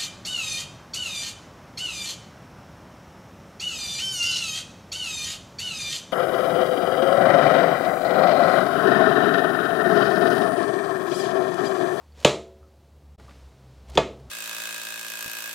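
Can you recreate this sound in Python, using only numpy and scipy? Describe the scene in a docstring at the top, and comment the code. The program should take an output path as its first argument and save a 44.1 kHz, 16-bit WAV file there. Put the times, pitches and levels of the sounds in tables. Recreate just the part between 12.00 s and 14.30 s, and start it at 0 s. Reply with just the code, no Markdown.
"""Two close taps by a hand on the steel silencer of a parked motorcycle in a garage.
From the start: low hum (three harmonics), rumble and hiss (shaped noise), small handling ticks (noise bursts).
Near 0.25 s, first tap after a faint swish: skin crack (noise burst), can thump (filtered impulse), metallic
ring (decaying sines), room echo (decaying noise). Near 1.17 s the sound drops out for an instant; the hum
returns lower. Near 1.97 s, second tap, built the same way."""
import sys
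import numpy as np
from scipy import signal
from scipy.fft import rfft, irfft, next_fast_len
from scipy.io import wavfile
from scipy.ndimage import uniform_filter1d, minimum_filter1d

SR = 44100
rng = np.random.default_rng(int(sys.argv[2]) if len(sys.argv) > 2 else 0)


def to_wav(sig):
    """Store sig (one row per channel, or 1-D mono) as 16-bit WAV at the path in sys.argv[1].

    Samples outside -1..1 are clipped; the rate is SR.
    """
    pcm = np.clip(np.atleast_2d(sig), -1, 1) * 32767
    pcm = np.round(pcm).astype(np.int16)
    wavfile.write(sys.argv[1], SR, pcm.T)  # frames by channels


N = 101429
TIME_S = np.arange(N) / SR
SIZE = next_fast_len(N, real=True)
FREQS_HZ = np.maximum(np.fft.rfftfreq(SIZE, 1 / SR), 1)

# Hum: t/s, pitch f/Hz, fundamental level/dB, second harmonic level/dB
HUM = [(0, 76.2, -56.5, -82), (.15, 72.5, -52.5, -65.5), (.66, 73.7, -54.5, -70.5), (.77, 72.36, -59, -70),
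       (.97, 72.77, -50.5, -64), (1.16, 71.7, -49, -66), (1.19, 67.3, -51.5, -62.5),
       (1.52, 66.17, -51, -62.5), (1.68, 64.5, -55.5, -55.5), (1.85, 65.3, -47.5, -59),
       (1.98, 65.3, -39, -51), (2.12, 65.46, -47.5, -55), (2.22, 65.6, -54.5, -45.5),
       (2.3, 65.5, -51.5, -73)]
# Room rumble and hiss, relative spectra: f/Hz, density/(dB per Hz)
RUMBLE_SPECTRUM = [(25, -16.5), (45, -13), (85, 5), (140, -1.5), (300, -6), (700, -9), (1200, -18.5),
                   (2500, -42.5), (8000, -54.5)]
HISS_SPECTRUM = [(200, -8), (1200, 3), (2500, -0.5), (4500, -2), (8000, -9), (15500, -26)]
# Air levels: t/s, rumble level/dB, hiss level/dB
AIR_LEVELS = [(0, -60.5, -67), (.8, -59, -70), (1.16, -59, -70), (1.2, -51, -60.5), (1.34, -55.5, -59.5),
              (1.55, -56.5, -65.5), (1.85, -55.5, -64.5), (2.3, -51, -64.5)]
# Light touches and handling ticks: t/s, level/dB, centre f/Hz, half-width/octaves, T60/s
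TICKS = [(.003, -58, 940, 0.29, .25), (.122, -62, 4500, 0.058, 0.048), (.202, -46.5, 4500, 0.97, .03),
         (0.629, -55.5, 1220, 0.09, 0.17), (1.198, -48.5, 787, 1.2, 0.044), (1.282, -52.5, 1180, .12, 0.13),
         (1.288, -48, 610, .3, 0.058), (1.294, -49.5, 2000, .7, 0.022), (1.309, -49, 1800, 0.65, 0.033),
         (1.893, -52, 745, 0.48, 0.24), (1.899, -47.5, 5420, .9, 0.024), (1.9527, -35.5, 4120, .6, 0.039),
         (1.954, -31, 327.2, .5, 0.42), (2.199, -60, 3042, 1.3, .03)]
# Swish ahead of each tap, relative spectrum: f/Hz, density/(dB per Hz)
SWISH_SPECTRUM = [(100, -6), (500, 2), (1500, -9), (4000, -9.5), (7000, -14.5), (15000, -33.5)]
# Taps: t/s, level/dB, treble slope/(dB per octave), crack level/dB, thump level/dB, thump f/Hz,
# thump width/ratio, low thud level/dB
TAPS = [(.2468, 0.5, -0.5, 2.5, 2, 480, 1.36, -13), (1.9733, -2, -4.5, 3, 0, 578.4, 1.27, -17)]
# Crack of the steel skin, relative spectrum: f/Hz, density/(dB per Hz)
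CRACK_SPECTRUM = [(100, -15), (300, -12.5), (650, -2), (1100, -6.5), (1600, -9), (2400, -4), (3250, 3),
                  (4500, -11), (5600, -13.5), (7100, -7), (8600, -24), (10300, -22.5), (15500, -39)]
# Shell modes, strength set by the spot struck: f/Hz, T60/s, first tap level/dB, second tap level/dB
SHELL_MODES = [(140, .25, -25, -22), (393.2, 0.24, -15.5, -25), (480, 0.1, -15, -19),
               (597, .22, -14.5, -23), (653, .14, -23, -10), (850, .22, -25.5, -31.5),
               (887, .15, -23.5, -17), (1047, 0.22, -29.5, -37), (1145, .2, -25.5, -23),
               (1277, .19, -23.5, -30), (1697, .18, -29.5, -24), (2135, 0.29, -32, -30.5),
               (2512, 0.21, -29, -21.5), (2866, .15, -29.5, -37), (3130, .22, -29.5, -27.5),
               (3370, .13, -27, -22), (3500, 0.23, -35.5, -31), (4070, 0.31, -31.5, -42),
               (4840, .17, -40.5, -24.5)]
# Long, faint modes of the air in the can: f/Hz, T60/s, first tap level/dB, second tap level/dB
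CAVITY_MODES = [(208.3, .6, -36, -35), (377.3, 1.0, -35, -41), (448.6, 0.69, -32.5, -40),
                (504, 0.59, -39.5, -48), (555, 1.4, -45, -50.5), (670, .62, -30, -36)]
# Garage echo, relative spectrum: f/Hz, density/(dB per Hz)
ECHO_SPECTRUM = [(60, -29), (130, -6), (240, -5.5), (400, 2.5), (650, -3.5), (800, -7.5), (1250, -7),
                 (1500, -16.5), (2300, -9.5), (3900, -9.5), (4900, -18), (7300, -16), (9000, -28),
                 (12000, -34.5), (15500, -49.5)]
# Garage echo decay: f/Hz, T60/s
ECHO_DECAY = [(100, 0.38), (500, .38), (1300, 0.3), (3500, .31), (7000, 0.34), (14000, 0.24)]
# Left-right difference against the centre: f/Hz, level/dB
WIDTH = [(30, -27), (70, -38), (140, -36.5), (350, -43), (700, -39.5), (1400, -29.5), (3000, -30.5),
         (6000, -24), (10000, -17.5), (15000, -16.5)]

HUM_WAVER_DB, HUM_WAVER_HZ, HUM_THIRD_DB = 3.27, 9, -21.5  # third harmonic re fundamental
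SWISH_DB, SWISH_RISE_DB_PER_S, SWISH_LEAD_S, SWISH_LENGTH_S = -45.5, 149.5, .004, .115
SWISH_FADE_IN_S, SWISH_FADE_OUT_S = .034, .0022
SWISH_GRAIN_DB, SWISH_GRAIN_HZ = -3, 90
TREBLE_FROM_HZ = 1400
CRACK_DB, CRACK_ATTACK_S, CRACK_HOLD_S, CRACK_T60_S = -8, .0018, .0027, .025
CRACK_LEVELLING_SAMPLES = 160
THUMP_LAG_S = .0048
THUD_HZ, THUD_WIDTH_RATIO = 182, 1.6
BOUNCE_S, BOUNCE_DB, BOUNCE_CUTOFF_HZ = .0096, -11, 1390  # first reflection, off the floor
ECHO_DB, ECHO_BUILD_S = -16.5, .007
MIC_HISS_DB, MIC_SIDE_SHARE = -75.5, .55
DROPOUT_S, DROPOUT_LENGTH_S, DROPOUT_FADE_S, DROPOUT_DB = 1.1702, .0145, .008, -36
CEILING, LIMITER_S, CUTOFF_HZ = .96, .0017, 16000


def from_db(db):
    """Decibels to gain."""
    return 10 ** (np.asarray(db) / 20)


def rms_one(x):
    """Scale to unit rms."""
    return x / np.sqrt(np.mean(x ** 2) + 1e-20)


def at_hz(points, hz):
    """Interpolate a table on a log-frequency axis."""
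    f, v = np.transpose(points)
    return np.interp(np.log(hz), np.log(f), v)


def in_time(rows):
    """Interpolate table columns linearly in time."""
    t, *columns = np.transpose(rows)
    return [np.interp(TIME_S, t, column) for column in columns]


def noise(spectrum_db, extra_db=0):
    """Noise of a given spectrum at unit rms, then coloured further by extra_db."""
    gain = rms_one(from_db(spectrum_db)) * from_db(extra_db)
    white = rfft(rng.standard_normal(SIZE))
    return irfft(white * gain, SIZE)[:N]


def drift(rate_hz):
    """Slow random wavering with spread 1."""
    return noise(-20 * np.log10(1 + (FREQS_HZ / rate_hz) ** 2))


def decay(age_s, t60_s):
    """Zero before age zero, then an exponential fall."""
    return (age_s >= 0) * np.exp(-np.log(1000) * np.clip(age_s / t60_s, 0, 10))


def treble_db(hz, slope_db):
    """A softer contact loses treble."""
    return slope_db * np.log2(1 + (hz / TREBLE_FROM_HZ) ** 2) / 2


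def hum():
    """Low drone: fundamental and two overtones, each wavering in level."""
    hz, first_db, second_db = in_time(HUM)
    phase = 2 * np.pi * np.cumsum(hz) / SR
    out = np.zeros(N)
    for k, level_db in enumerate([first_db, second_db, first_db + HUM_THIRD_DB], 1):
        wavering_db = level_db + HUM_WAVER_DB * drift(HUM_WAVER_HZ)
        out += np.sqrt(2) * from_db(wavering_db) * np.sin(k * phase)
    return out


def air():
    """Room rumble, and a hiss that lifts while the hand moves back to the silencer."""
    rumble_db, hiss_db = in_time(AIR_LEVELS)
    rumble = from_db(rumble_db) * noise(at_hz(RUMBLE_SPECTRUM, FREQS_HZ))
    hiss = from_db(hiss_db) * noise(at_hz(HISS_SPECTRUM, FREQS_HZ))
    return rumble + hiss


def ticks():
    """Small damped contacts: decaying band noise, tilted down in the treble."""
    out = np.zeros(N)
    for t, level_db, hz, width_oct, t60_s in TICKS:
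        band_db = -10 * np.log10(1 + (np.log2(FREQS_HZ / hz) / width_oct) ** 4)
        tilt_db = -10 * np.log10(1 + FREQS_HZ / hz)
        out += from_db(level_db) * decay(TIME_S - t, t60_s) * noise(band_db + tilt_db)
    return out


def swish(age_s):
    """Soft, grainy noise that grows until just before the blow."""
    early_s = -age_s - SWISH_LEAD_S
    fade_out = np.clip(early_s / SWISH_FADE_OUT_S, 0, 1)
    fade_in = np.clip((SWISH_LENGTH_S - early_s) / SWISH_FADE_IN_S, 0, 1)
    grain_db = SWISH_GRAIN_DB * drift(SWISH_GRAIN_HZ)
    level_db = SWISH_DB - SWISH_RISE_DB_PER_S * np.abs(early_s) + grain_db
    return from_db(level_db) * fade_in * fade_out * noise(at_hz(SWISH_SPECTRUM, FREQS_HZ))


def crack(age_s, slope_db):
    """The skin's crowded high modes burst out for a few milliseconds."""
    burst = noise(at_hz(CRACK_SPECTRUM, FREQS_HZ), treble_db(FREQS_HZ, slope_db))
    # even out the noise's short-term power
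    local_power = uniform_filter1d(burst ** 2, size=CRACK_LEVELLING_SAMPLES)
    steady = burst / np.sqrt(local_power / np.mean(burst ** 2))
    attack = np.clip(age_s / CRACK_ATTACK_S, 0, 1)
    fall = decay(np.maximum(age_s - CRACK_HOLD_S, 0), CRACK_T60_S)
    return from_db(CRACK_DB) * steady * attack * fall


def thump(t, hz, width_ratio):
    """The weight of the finger pushes the can through about two cycles; peak 1."""
    push = np.full(N, 1e-18)
    push[int(t * SR)] = 1
    band_hz = [hz / width_ratio, hz * width_ratio]
    swing = signal.sosfilt(signal.butter(2, band_hz, "band", fs=SR, output="sos"), push)
    return swing / np.abs(swing).max()


def ring(age_s, modes, slope_db, spot):
    """Decaying modes, taking up their swing while the finger presses."""
    out = np.zeros(N)
    for hz, t60_s, *spot_db in modes:
        gain = from_db(spot_db[spot] + treble_db(hz, slope_db))
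        out += gain * decay(age_s, t60_s) * np.sin(2 * np.pi * (hz * age_s + rng.random()))
    return np.clip(age_s / THUMP_LAG_S, 0, 1) * out


def echo(age_s, slope_db):
    """Diffuse reflections build up quickly and die octave by octave."""
    field = rfft(noise(at_hz(ECHO_SPECTRUM, FREQS_HZ), treble_db(FREQS_HZ, slope_db)), SIZE)
    octave = np.clip(np.round(np.log2(FREQS_HZ / 1000)), -3, 4)  # re 1 kHz
    tail = np.zeros(N)
    for k in np.unique(octave):
        band = irfft(field * (octave == k), SIZE)[:N]
        tail += band * decay(age_s, at_hz(ECHO_DECAY, 1000 * 2 ** k))
    return from_db(ECHO_DB) * np.clip(age_s / ECHO_BUILD_S, 0, 1) * tail


def bounce(blow):
    """One early, duller reflection off the floor."""
    dull = signal.sosfilt(signal.butter(1, BOUNCE_CUTOFF_HZ, fs=SR, output="sos"), blow)
    return from_db(BOUNCE_DB) * np.interp(TIME_S - BOUNCE_S, TIME_S, dull, left=0)


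def taps():
    """Both blows: swish, skin crack, can thump, low thud of its mounting, bounce, ring and echo."""
    out = np.zeros(N)
    for spot, row in enumerate(TAPS):
        t, level_db, slope_db, crack_db, thump_db, thump_hz, width_ratio, thud_db = row
        age_s, pressed_s = TIME_S - t, t + THUMP_LAG_S
        blow = from_db(crack_db) * crack(age_s, slope_db)
        blow += from_db(thump_db) * thump(pressed_s, thump_hz, width_ratio)
        blow += from_db(thud_db) * thump(pressed_s, THUD_HZ, THUD_WIDTH_RATIO)
        ringing = ring(age_s, SHELL_MODES + CAVITY_MODES, slope_db, spot)
        tap = blow + bounce(blow) + ringing + echo(age_s, slope_db)
        out += from_db(level_db) * tap + swish(age_s)
    return out


def scene():
    """Sources in the centre, slight width mostly in the treble, partly shared hiss per channel."""
    centre = hum() + air() + ticks() + taps()
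    # side: centre turned by 90 degrees
    side = irfft(1j * rfft(centre, SIZE) * from_db(at_hz(WIDTH, FREQS_HZ)), SIZE)[:N]
    hiss = rng.standard_normal(N) + MIC_SIDE_SHARE * rng.standard_normal((2, N))
    return np.array([centre + side, centre - side]) + from_db(MIC_HISS_DB) * hiss


def record(dry):
    """Brief dropout, fast limiter on the peaks, steep low-pass."""
    from_dropout_s = np.abs(TIME_S - DROPOUT_S) - DROPOUT_LENGTH_S / 2
    opening = np.clip(from_dropout_s / DROPOUT_FADE_S, 0, 1)
    span = max(int(LIMITER_S * SR), 1)
    allowed = CEILING / np.maximum(np.abs(dry).max(axis=0), CEILING)
    limiter = uniform_filter1d(minimum_filter1d(allowed, span), span)
    held = dry * limiter * np.maximum(opening, from_db(DROPOUT_DB))
    return signal.sosfilt(signal.ellip(12, .1, 80, CUTOFF_HZ, fs=SR, output="sos"), held)


dry = scene()
out = record(dry)
to_wav(out)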